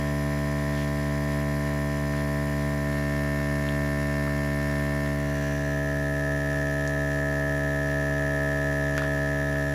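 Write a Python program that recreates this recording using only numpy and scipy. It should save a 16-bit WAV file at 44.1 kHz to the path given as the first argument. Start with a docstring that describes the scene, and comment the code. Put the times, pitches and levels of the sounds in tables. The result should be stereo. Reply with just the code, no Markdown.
"""A small piston pump in a kitchen vacuum sealer drones evenly, slowing a little as the bag empties.
Each stroke is one repeated cycle: a thud, a knock, ringing plastic housing and a rattling valve.
Noise shaped by pitch makes the air, part of it in one puff a stroke; the bag film snaps and rustles.
A hand-held stereo microphone drifts between four spots and swings round midway, recolouring the drone."""
import sys
import numpy as np
from scipy import signal
from scipy.fft import rfft, irfft
from scipy.io import wavfile
from scipy.ndimage import uniform_filter1d

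SR = 44100
rng = np.random.default_rng(int(sys.argv[2]) if len(sys.argv) > 2 else 0)


def digitize_waveform(pressure):
    """Quantize a signal to 16-bit integers and store it at the path in sys.argv[1].

    Rows of a 2-D input are taken as channels; values are limited to [-1, 1].
    """
    field = np.atleast_2d(pressure).T
    bounded = np.clip(field, -1, 1)
    quanta = np.round(bounded * 32767).astype(np.int16)
    wavfile.write(sys.argv[1], SR, quanta)


N = 429534  # length in samples
STROKE_HZ = 71.6  # mean strokes per second
CYCLE = 4096  # samples in one stored stroke
ORDERS = np.arange(CYCLE // 2 + 1)  # multiples of the stroke rate
LINE_SCALE = CYCLE / 2 * np.sqrt(2)  # a spectrum line of size 1 becomes a sine of rms 1


def gain_of(db):
    """Turns decibels into gain."""
    return 10 ** (np.asarray(db) / 20)


def evened(x):
    """Scales a signal to rms 1."""
    return x / np.sqrt(np.mean(x ** 2) + 1e-20)


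def read(points, hz, axis=1):
    """Reads one column of a spectrum table, on a log-frequency axis."""
    table = np.transpose(points)
    return np.interp(np.log(hz + 1), np.log(table[0] + 1), table[axis])


def curve(points, t):
    """Reads a control curve at times t, with straight lines between its points."""
    return np.interp(t, *np.transpose(points))


def sides(db):
    """Gives left and right gains for a level difference; positive is louder on the left."""
    return gain_of([[db / 2], [-db / 2]])


def wander(size):
    """Makes smooth chance of rms 1 that changes over about size samples."""
    once = uniform_filter1d(rng.standard_normal(N), size)
    return evened(uniform_filter1d(once, size))


def turnover(hz, centre_hz, width_hz):
    """Gives the phase lag across a resonance, from 0 to pi."""
    return np.pi / 2 + np.arctan(2 * (hz - centre_hz) / width_hz)


# Where the microphone is: start_s, spot (0-3)
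MIC_SPOT = [(0, 0), (2.8, 0.25), (2.95, 1), (4.8, 1), (5.05, 1.1), (5.45, 2), (5.8, 2.5), (6.3, 3),
            (9.74, 3)]


def swing(t):
    """Tells how far the microphone has swung round, 0-1, while it moves from spot 1 to spot 3."""
    return np.clip(curve(MIC_SPOT, t) / 2 - .5, 0, 1)


# How fast the pump runs: time_s, rate_hz (strokes per second)
PUMP_SPEED = [(0.0, 72.183), (1.4, 72.114), (2.6, 71.985), (3.3, 71.759), (4.5, 71.673), (6.0, 71.574),
              (7.4, 71.497), (8.9, 71.284), (9.74, 71.265)]


def strokes():
    """Adds up the speed into the crank angle in turns; the crank runs a hair early or late."""
    speed_hz = curve(PUMP_SPEED, np.arange(N) / SR)
    return .88 + np.cumsum(speed_hz) / SR + .0012 * wander(size=2000)


# Colour of the air noise before the swing: pitch_hz, left_db, right_db (both relative)
AIR_COLOUR_BEFORE = [(30.4, -78, -74), (124, -62.5, -80), (323, -80, -69), (430, -95, -77),
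                     (625, -76, -72.5), (780, -80, -75), (1440, -78, -76), (1770, -64, -69),
                     (2400, -80, -81), (3300, -80, -82), (4900, -78.5, -97), (7600, -86.5, -85),
                     (8400, -90.5, -91.5), (10660, -78, -87.5), (13200, -88.5, -88), (15400, -88, -101)]
# Colour of the air noise after the swing: pitch_hz, left_db, right_db (both relative)
AIR_COLOUR_AFTER = [(30, -74, -73), (129, -65.5, -75), (310, -74, -77), (430, -89, -74), (630, -71, -71),
                    (850, -77.5, -87), (1570, -74, -75), (1850, -63, -78), (2330, -81, -94),
                    (3180, -80, -83.5), (5050, -83, -89.5), (7100, -84, -88.5), (8200, -93.5, -91),
                    (10500, -84, -92), (13100, -90, -87.5), (15400, -89, -102)]
# How alike the air is in both ears: pitch_hz, likeness (0-1)
AIR_LIKENESS = [(30, 0.91), (300, 1), (800, 0.25), (1400, 0.023), (3000, 0.068), (15000, 0.04)]
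# How much of the air power comes in puffs: pitch_hz, share (0-1)
PUFF_SHARE = [(900, 0.028), (1800, 0.2), (4000, 0.1), (7000, 0.88), (10500, 0.44), (15000, 0.83)]


def air(turns):
    """Shapes noise into a steady flow plus a share that escapes in one puff a stroke."""
    hz = np.fft.rfftfreq(1024, 1 / SR)
    t = np.arange(N // 256 + 5) * 256 / SR
    swung = swing(t)
    colour_db = np.array([
        np.outer(read(AIR_COLOUR_BEFORE, hz, axis=ear), 1 - swung)
        + np.outer(read(AIR_COLOUR_AFTER, hz, axis=ear), swung)
        for ear in (1, 2)])
    # smooth chance changes over pitch and time
    patches = uniform_filter1d(rng.standard_normal((len(t), 513)).T, 8, 0)
    patches = evened(uniform_filter1d(patches, 16, 1))
    level = gain_of(colour_db + 1.5 * patches + 14.5)
    same = read(AIR_LIKENESS, hz)[:, None]
    share = read(PUFF_SHARE, hz)[:, None]
    fall = np.exp(-((turns + 0.16) % 1) / 1.0)
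    rise = np.minimum((turns + .2) % 1 / 0.067, 1)
    puff = evened(fall * rise)
    out = np.zeros((2, N))
    for part, gate in ((1 - share, 1), (share, puff)):
        a, b, c, d = rng.standard_normal((len(t), 513, 4)).T
        left = a + 1j * b
        right = same * left + np.sqrt(1 - same ** 2) * (c + 1j * d)
        spectrum = np.array([left, right]) * level * np.sqrt(part)
        out += gate * signal.istft(spectrum, nperseg=1024, noverlap=768)[1][:, :N]
    return out


# Ringing modes of the bag film: pitch_hz, width_hz (wider dies sooner)
FILM_MODES = [(800, 500), (1200, 350), (1520, 330), (2500, 600), (3350, 500), (4600, 900), (6600, 1100),
              (10800, 2000)]


def film(centre_hz, spread, db):
    """Rings the film when a crease near centre_hz lets go; a harder crack reaches every mode."""
    t = np.arange(600)[:, None] / SR
    hz, width = np.transpose(FILM_MODES)
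    octaves_away = np.log2(hz / centre_hz)
    share = .7 * gain_of(db) + np.exp(-(octaves_away / spread) ** 2)
    sign = (-1) ** np.arange(len(hz))  # neighbouring modes start in opposite directions
    modes = sign * share * np.exp(-np.pi * width * t) * np.sin(2 * np.pi * hz * t)
    ring = modes.sum(1)
    return ring / abs(ring).max()


# Single snaps: start_s, level_db, centre_hz, spread_octaves, left_right_db, right_late_ms
BAG_SNAPS = [(2.137, -24, 1900, .5, -5, 0.13), (2.9254, -33, 3000, .8, 3, .1),
             (3.402, -30, 1300, .5, -2, .1), (3.6886, -24, 3000, .3, 0, 0), (4.2755, -23, 1200, .45, 1, .2),
             (4.801, -32, 2300, .6, -4, 0), (5.0601, -34, 2600, 1.1, -3, 0),
             (6.876, -23.5, 6700, 0.66, 11, 0.18), (8.979, -9, 1900, .55, 2, .16),
             (9.0197, -17, 1400, .4, 1, .2), (9.042, -22, 1500, 0.94, 4, .2),
             (9.558, -23, 1800, .8, 4, 0.16)]
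# Bunches of tiny creases: middle_s, length_s (middle to 1/e), level_db, centre_hz, left_right_db
BAG_RUSTLES = [(0.792, 0.058, -44.5, 3700, 2), (2.191, .04, -49, 3500, 2), (8.524, 0.056, -55, 5000, 2),
               (8.99, .018, -41, 3000, 2), (9.05, .025, -47, 2800, 2)]


def bag():
    """Plays single snaps with a short scatter from the counter, and a few bunches of tiny creases."""
    out = np.zeros((2, N + SR))
    t = np.arange(4000) / SR
    for start_s, db, hz, spread, pan_db, late_ms in BAG_SNAPS:
        scatter = .022 * rng.standard_normal((2, 4000)) * gain_of(-60 * t / .16) * (t > .002)
        scatter[[0, 1], [0, round(late_ms * SR / 1000)]] = 1  # the direct snap in each ear
        sound = signal.fftconvolve(scatter, film(hz, spread, db)[None])
        out[:, round(start_s * SR):][:, :sound.shape[1]] += gain_of(db) * sides(pan_db) * sound
    t = np.arange(-6000, 6000) / SR
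    for middle_s, length, db, hz, pan_db in BAG_RUSTLES:
        creases = rng.standard_normal((2, len(t))) * (rng.random(len(t)) < .05)
        rustle = evened(signal.fftconvolve(creases, film(hz, 1.0, db)[None], "same", axes=1))
        rustle = rustle * np.exp(-(t / length) ** 2)
        out[:, round((middle_s + t[0]) * SR):][:, :len(t)] += gain_of(db) * sides(pan_db) * rustle
    return out[:, :N]


# Valve rattle: pitch_hz (at the starting speed), width_hz (of each of two stacked resonances),
# spot0_db, spot1_db, spot2_db, spot3_db, left_right_db
VALVE_RATTLE = [(2480, 680, -48, -53.5, -47.5, -54, 3), (3020, 2100, -58, -56, -59.5, -57, 7.5),
                (4160, 2200, -58, -59.5, -57, -63, -9), (5150, 370, -58.5, -58, -69, -65, 12.5),
                (5860, 460, -57, -60.5, -52, -57.5, 12), (6890, 1070, -58, -58, -56, -58, 6.5),
                (10600, 1100, -75, -82, -72, -61, 14)]


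def rattle_cycle(spot):
    """Lets the valve flap land and bounce within one stroke, ringing its modes."""
    hz = ORDERS * PUMP_SPEED[0][1]
    turn = np.arange(CYCLE) / CYCLE
    landing = 0.37 + np.exp(-((turn - .05) % 1) / 0.058)
    lines = np.zeros((2, len(ORDERS)), complex)
    for mode_hz, width, *db, pan_db in VALVE_RATTLE:
        bounces = rng.standard_normal((2, CYCLE)) * landing
        ring = rfft(bounces) / (1 + 2j * (hz - mode_hz) / width) ** 2 * (hz > 2250)
        ring /= np.linalg.norm(ring, axis=1)[:, None]
        lines += gain_of(db[spot]) * sides(pan_db) * ring
    return irfft(lines) * LINE_SCALE


# Modes of the plastic housing: pitch_hz (at the mean speed), width_hz,
# before the swing: left_db, right_db, left_lead_rad; after it: left_db, right_db, left_lead_rad;
# gained in the small shift from spot 0 to spot 1: left_db, right_db
HOUSING_MODES = [(772.0, 20.0, -43.6, -43.7, 1.2, -42.0, -43.2, 1.5, 0.6, -1.5),
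                 (990.0, 52.0, -44.9, -46.7, 0.2, -45.8, -52.4, 1.1, -1.8, -5.2),
                 (1124.0, 20.0, -39.3, -42.4, 1.7, -45.2, -48.7, -4.2, 3.3, -2.0),
                 (1301.0, 30.0, -45.9, -48.0, 3.5, -44.2, -46.2, 0.6, -4.6, 3.8),
                 (1397.0, 121.0, -44.3, -46.4, 2.6, -58.6, -70.0, -2.5, 1.6, 1.1),
                 (1588.0, 23.0, -40.0, -49.1, 4.0, -44.1, -47.7, -2.9, 1.3, -9.0),
                 (1679.0, 51.0, -33.4, -34.5, 3.4, -37.9, -37.7, 0.7, 0.8, -2.1),
                 (1738.0, 20.0, -43.6, -70.0, 3.7, -25.0, -38.6, -1.4, -9.0, -9.0),
                 (1796.0, 20.0, -39.8, -37.3, -0.8, -67.3, -34.0, -0.6, -0.0, 4.4),
                 (1889.0, 46.0, -42.1, -44.0, -2.2, -35.3, -61.0, 0.7, -0.3, -1.1),
                 (2040.0, 158.0, -49.6, -44.0, -1.9, -38.7, -48.0, -3.0, -3.6, -2.1),
                 (2059.0, 64.0, -44.7, -51.9, -2.3, -40.5, -51.5, -2.5, -0.4, -9.0),
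                 (2199.0, 87.0, -36.1, -34.6, -4.4, -32.7, -65.5, 0.6, 9.0, 6.7),
                 (2197.0, 74.0, -34.3, -35.0, -4.5, -33.3, -58.2, 0.8, 6.0, 9.0)]


def housing_cycle(swung, shift):
    """Rings the housing with one blow a stroke, neighbouring modes in opposite directions."""
    hz = ORDERS * STROKE_HZ
    strike_turns = -0.1998  # when in the stroke the housing is struck
    lines = np.zeros((2, len(ORDERS)), complex)
    for k, row in enumerate(np.array(HOUSING_MODES)):
        mode_hz, width = row[:2]
        *db, lead = (1 - swung) * row[2:5] + swung * row[5:8]
        ear = gain_of(db + shift * row[8:]) * np.exp([.5j * lead, -.5j * lead])
        lines += (-1) ** k * ear[:, None] / (1 + 2j * (hz - mode_hz) / width)
    # only above the low orders, and fading steeply past 2300 Hz
    fade = (ORDERS > len(LOW_ORDERS)) / np.sqrt(1 + (hz / 2300) ** 30)
    return irfft(lines * fade * np.exp(-2j * np.pi * ORDERS * strike_turns)) * LINE_SCALE


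# Low multiples of the stroke rate: order, before the swing: left_db, right_db; after it: left_db,
# right_db; gained in the small shift from spot 0 to spot 1: left_db, right_db
LOW_ORDERS = [(1, -32.5, -36, -33, -37.5, 0.5, 0.5), (2, -30, -31, -31, -31.5, -0.5, 0),
              (3, -34, -37, -38.5, -45.5, 0, 0), (4, -35, -35, -35, -35.5, 1, 0.5),
              (5, -47, -45.5, -56, -45, 1, 2.5), (6, -46, -46.5, -43, -43, 1, -2.5),
              (7, -45.5, -55.5, -44, -51, -4, 5.5), (8, -50, -40, -40.5, -44.5, 6.5, 0),
              (9, -39, -36, -36, -33.5, -2, 2)]
# How late the right port hears the low orders: before_swing_ms, after_swing_ms
RIGHT_LATE_MS = (.2, 0.06)


def thud_cycle(swung, shift):
    """Builds one piston stroke per ear from low sines, split into body thud and knock."""
    table = np.transpose(LOW_ORDERS)
    order = np.arange(1, len(LOW_ORDERS) + 1)
    hz = order * STROKE_HZ
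    # above the body resonance the low orders turn over
    thud = turnover(hz, centre_hz=264.6, width_hz=26) + 2 * np.pi * order * -0.015
    # the first order is the crank's unbalance, which trails the piston by 0.2 turn
    thud += 2 * np.pi * 0.2 * (order == 1)
    # the knock is a quarter wave behind, with its own resonance
    knock = turnover(hz, centre_hz=545, width_hz=20) + np.pi / 2 + 2 * np.pi * order * -0.1565
    late_s = np.dot(RIGHT_LATE_MS, [1 - swung, swung]) / 1000
    ports = np.outer([-np.pi, np.pi], hz * late_s)
    db = (1 - swung) * table[1:3] + swung * table[3:5] + shift * table[5:]
    upper = ORDERS > 5.5  # orders 6-9 are the knock
    phase = np.where(upper[order], knock, thud) + ports
    lines = np.zeros((2, len(ORDERS)), complex)
    lines[:, order] = gain_of(db) * np.exp(-1j * phase)
    return irfft([lines * ~upper, lines * upper]) * LINE_SCALE


# Level of the knock and the housing ring over time: time_s, gain_db
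PUMP_LOAD = [(0, 0), (2, 0.5), (4, 1), (5.4, 0.5), (6.5, 0), (7.5, 1), (8.5, 1.5), (9.1, 1), (9.74, 0.5)]
# How the drone is heard at spots 0-3: swing_share (0-1), shift_share (of the small shift)
SPOT_HEARING = [(0, -.5), (0, .5), (.51, 0), (1, 0)]


def pump(turns):
    """Repeats each spot's stroke and fades between spots; no two strokes are quite as strong."""
    t = np.arange(N) / SR
    out = np.zeros((2, N))
    spot = curve(MIC_SPOT, t)
    shake = gain_of(0.18 * wander(size=3000))
    load = gain_of(curve(PUMP_LOAD, t) + 0.31 * wander(size=3000))
    loose = gain_of(1.2 * wander(size=500))  # the flap lands less evenly than the piston
    step, part = np.divmod(turns * CYCLE, 1)
    step = step.astype(int) % CYCLE
    for k, (swung, shift) in enumerate(SPOT_HEARING):
        closeness = 1 - abs(spot - k)
        near = closeness > 0
        thud, knock = thud_cycle(swung, shift)
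        body = knock + housing_cycle(swung, shift)
        for cycle, gain in ((thud, shake), (body, load), (rattle_cycle(k), loose)):
            here = cycle[:, step[near]]
            ahead = np.roll(cycle, -1, axis=1)[:, step[near]]
            between = here + part[near] * (ahead - here)
            out[:, near] += (closeness * gain)[near] * between
    return out


def scene():
    """Adds up the pump, the air and the bag, with pump and puffs on the same crank."""
    turns = strokes()
    return pump(turns) + air(turns) + bag()


def record(dry):
    """Removes the treble above 15600 Hz, the band limit of the recorder."""
    low_pass = signal.firwin(511, 15600, window=("kaiser", 9), fs=SR)
    return signal.oaconvolve(dry, low_pass[None], "same")


dry = scene()
out = record(dry)
digitize_waveform(out)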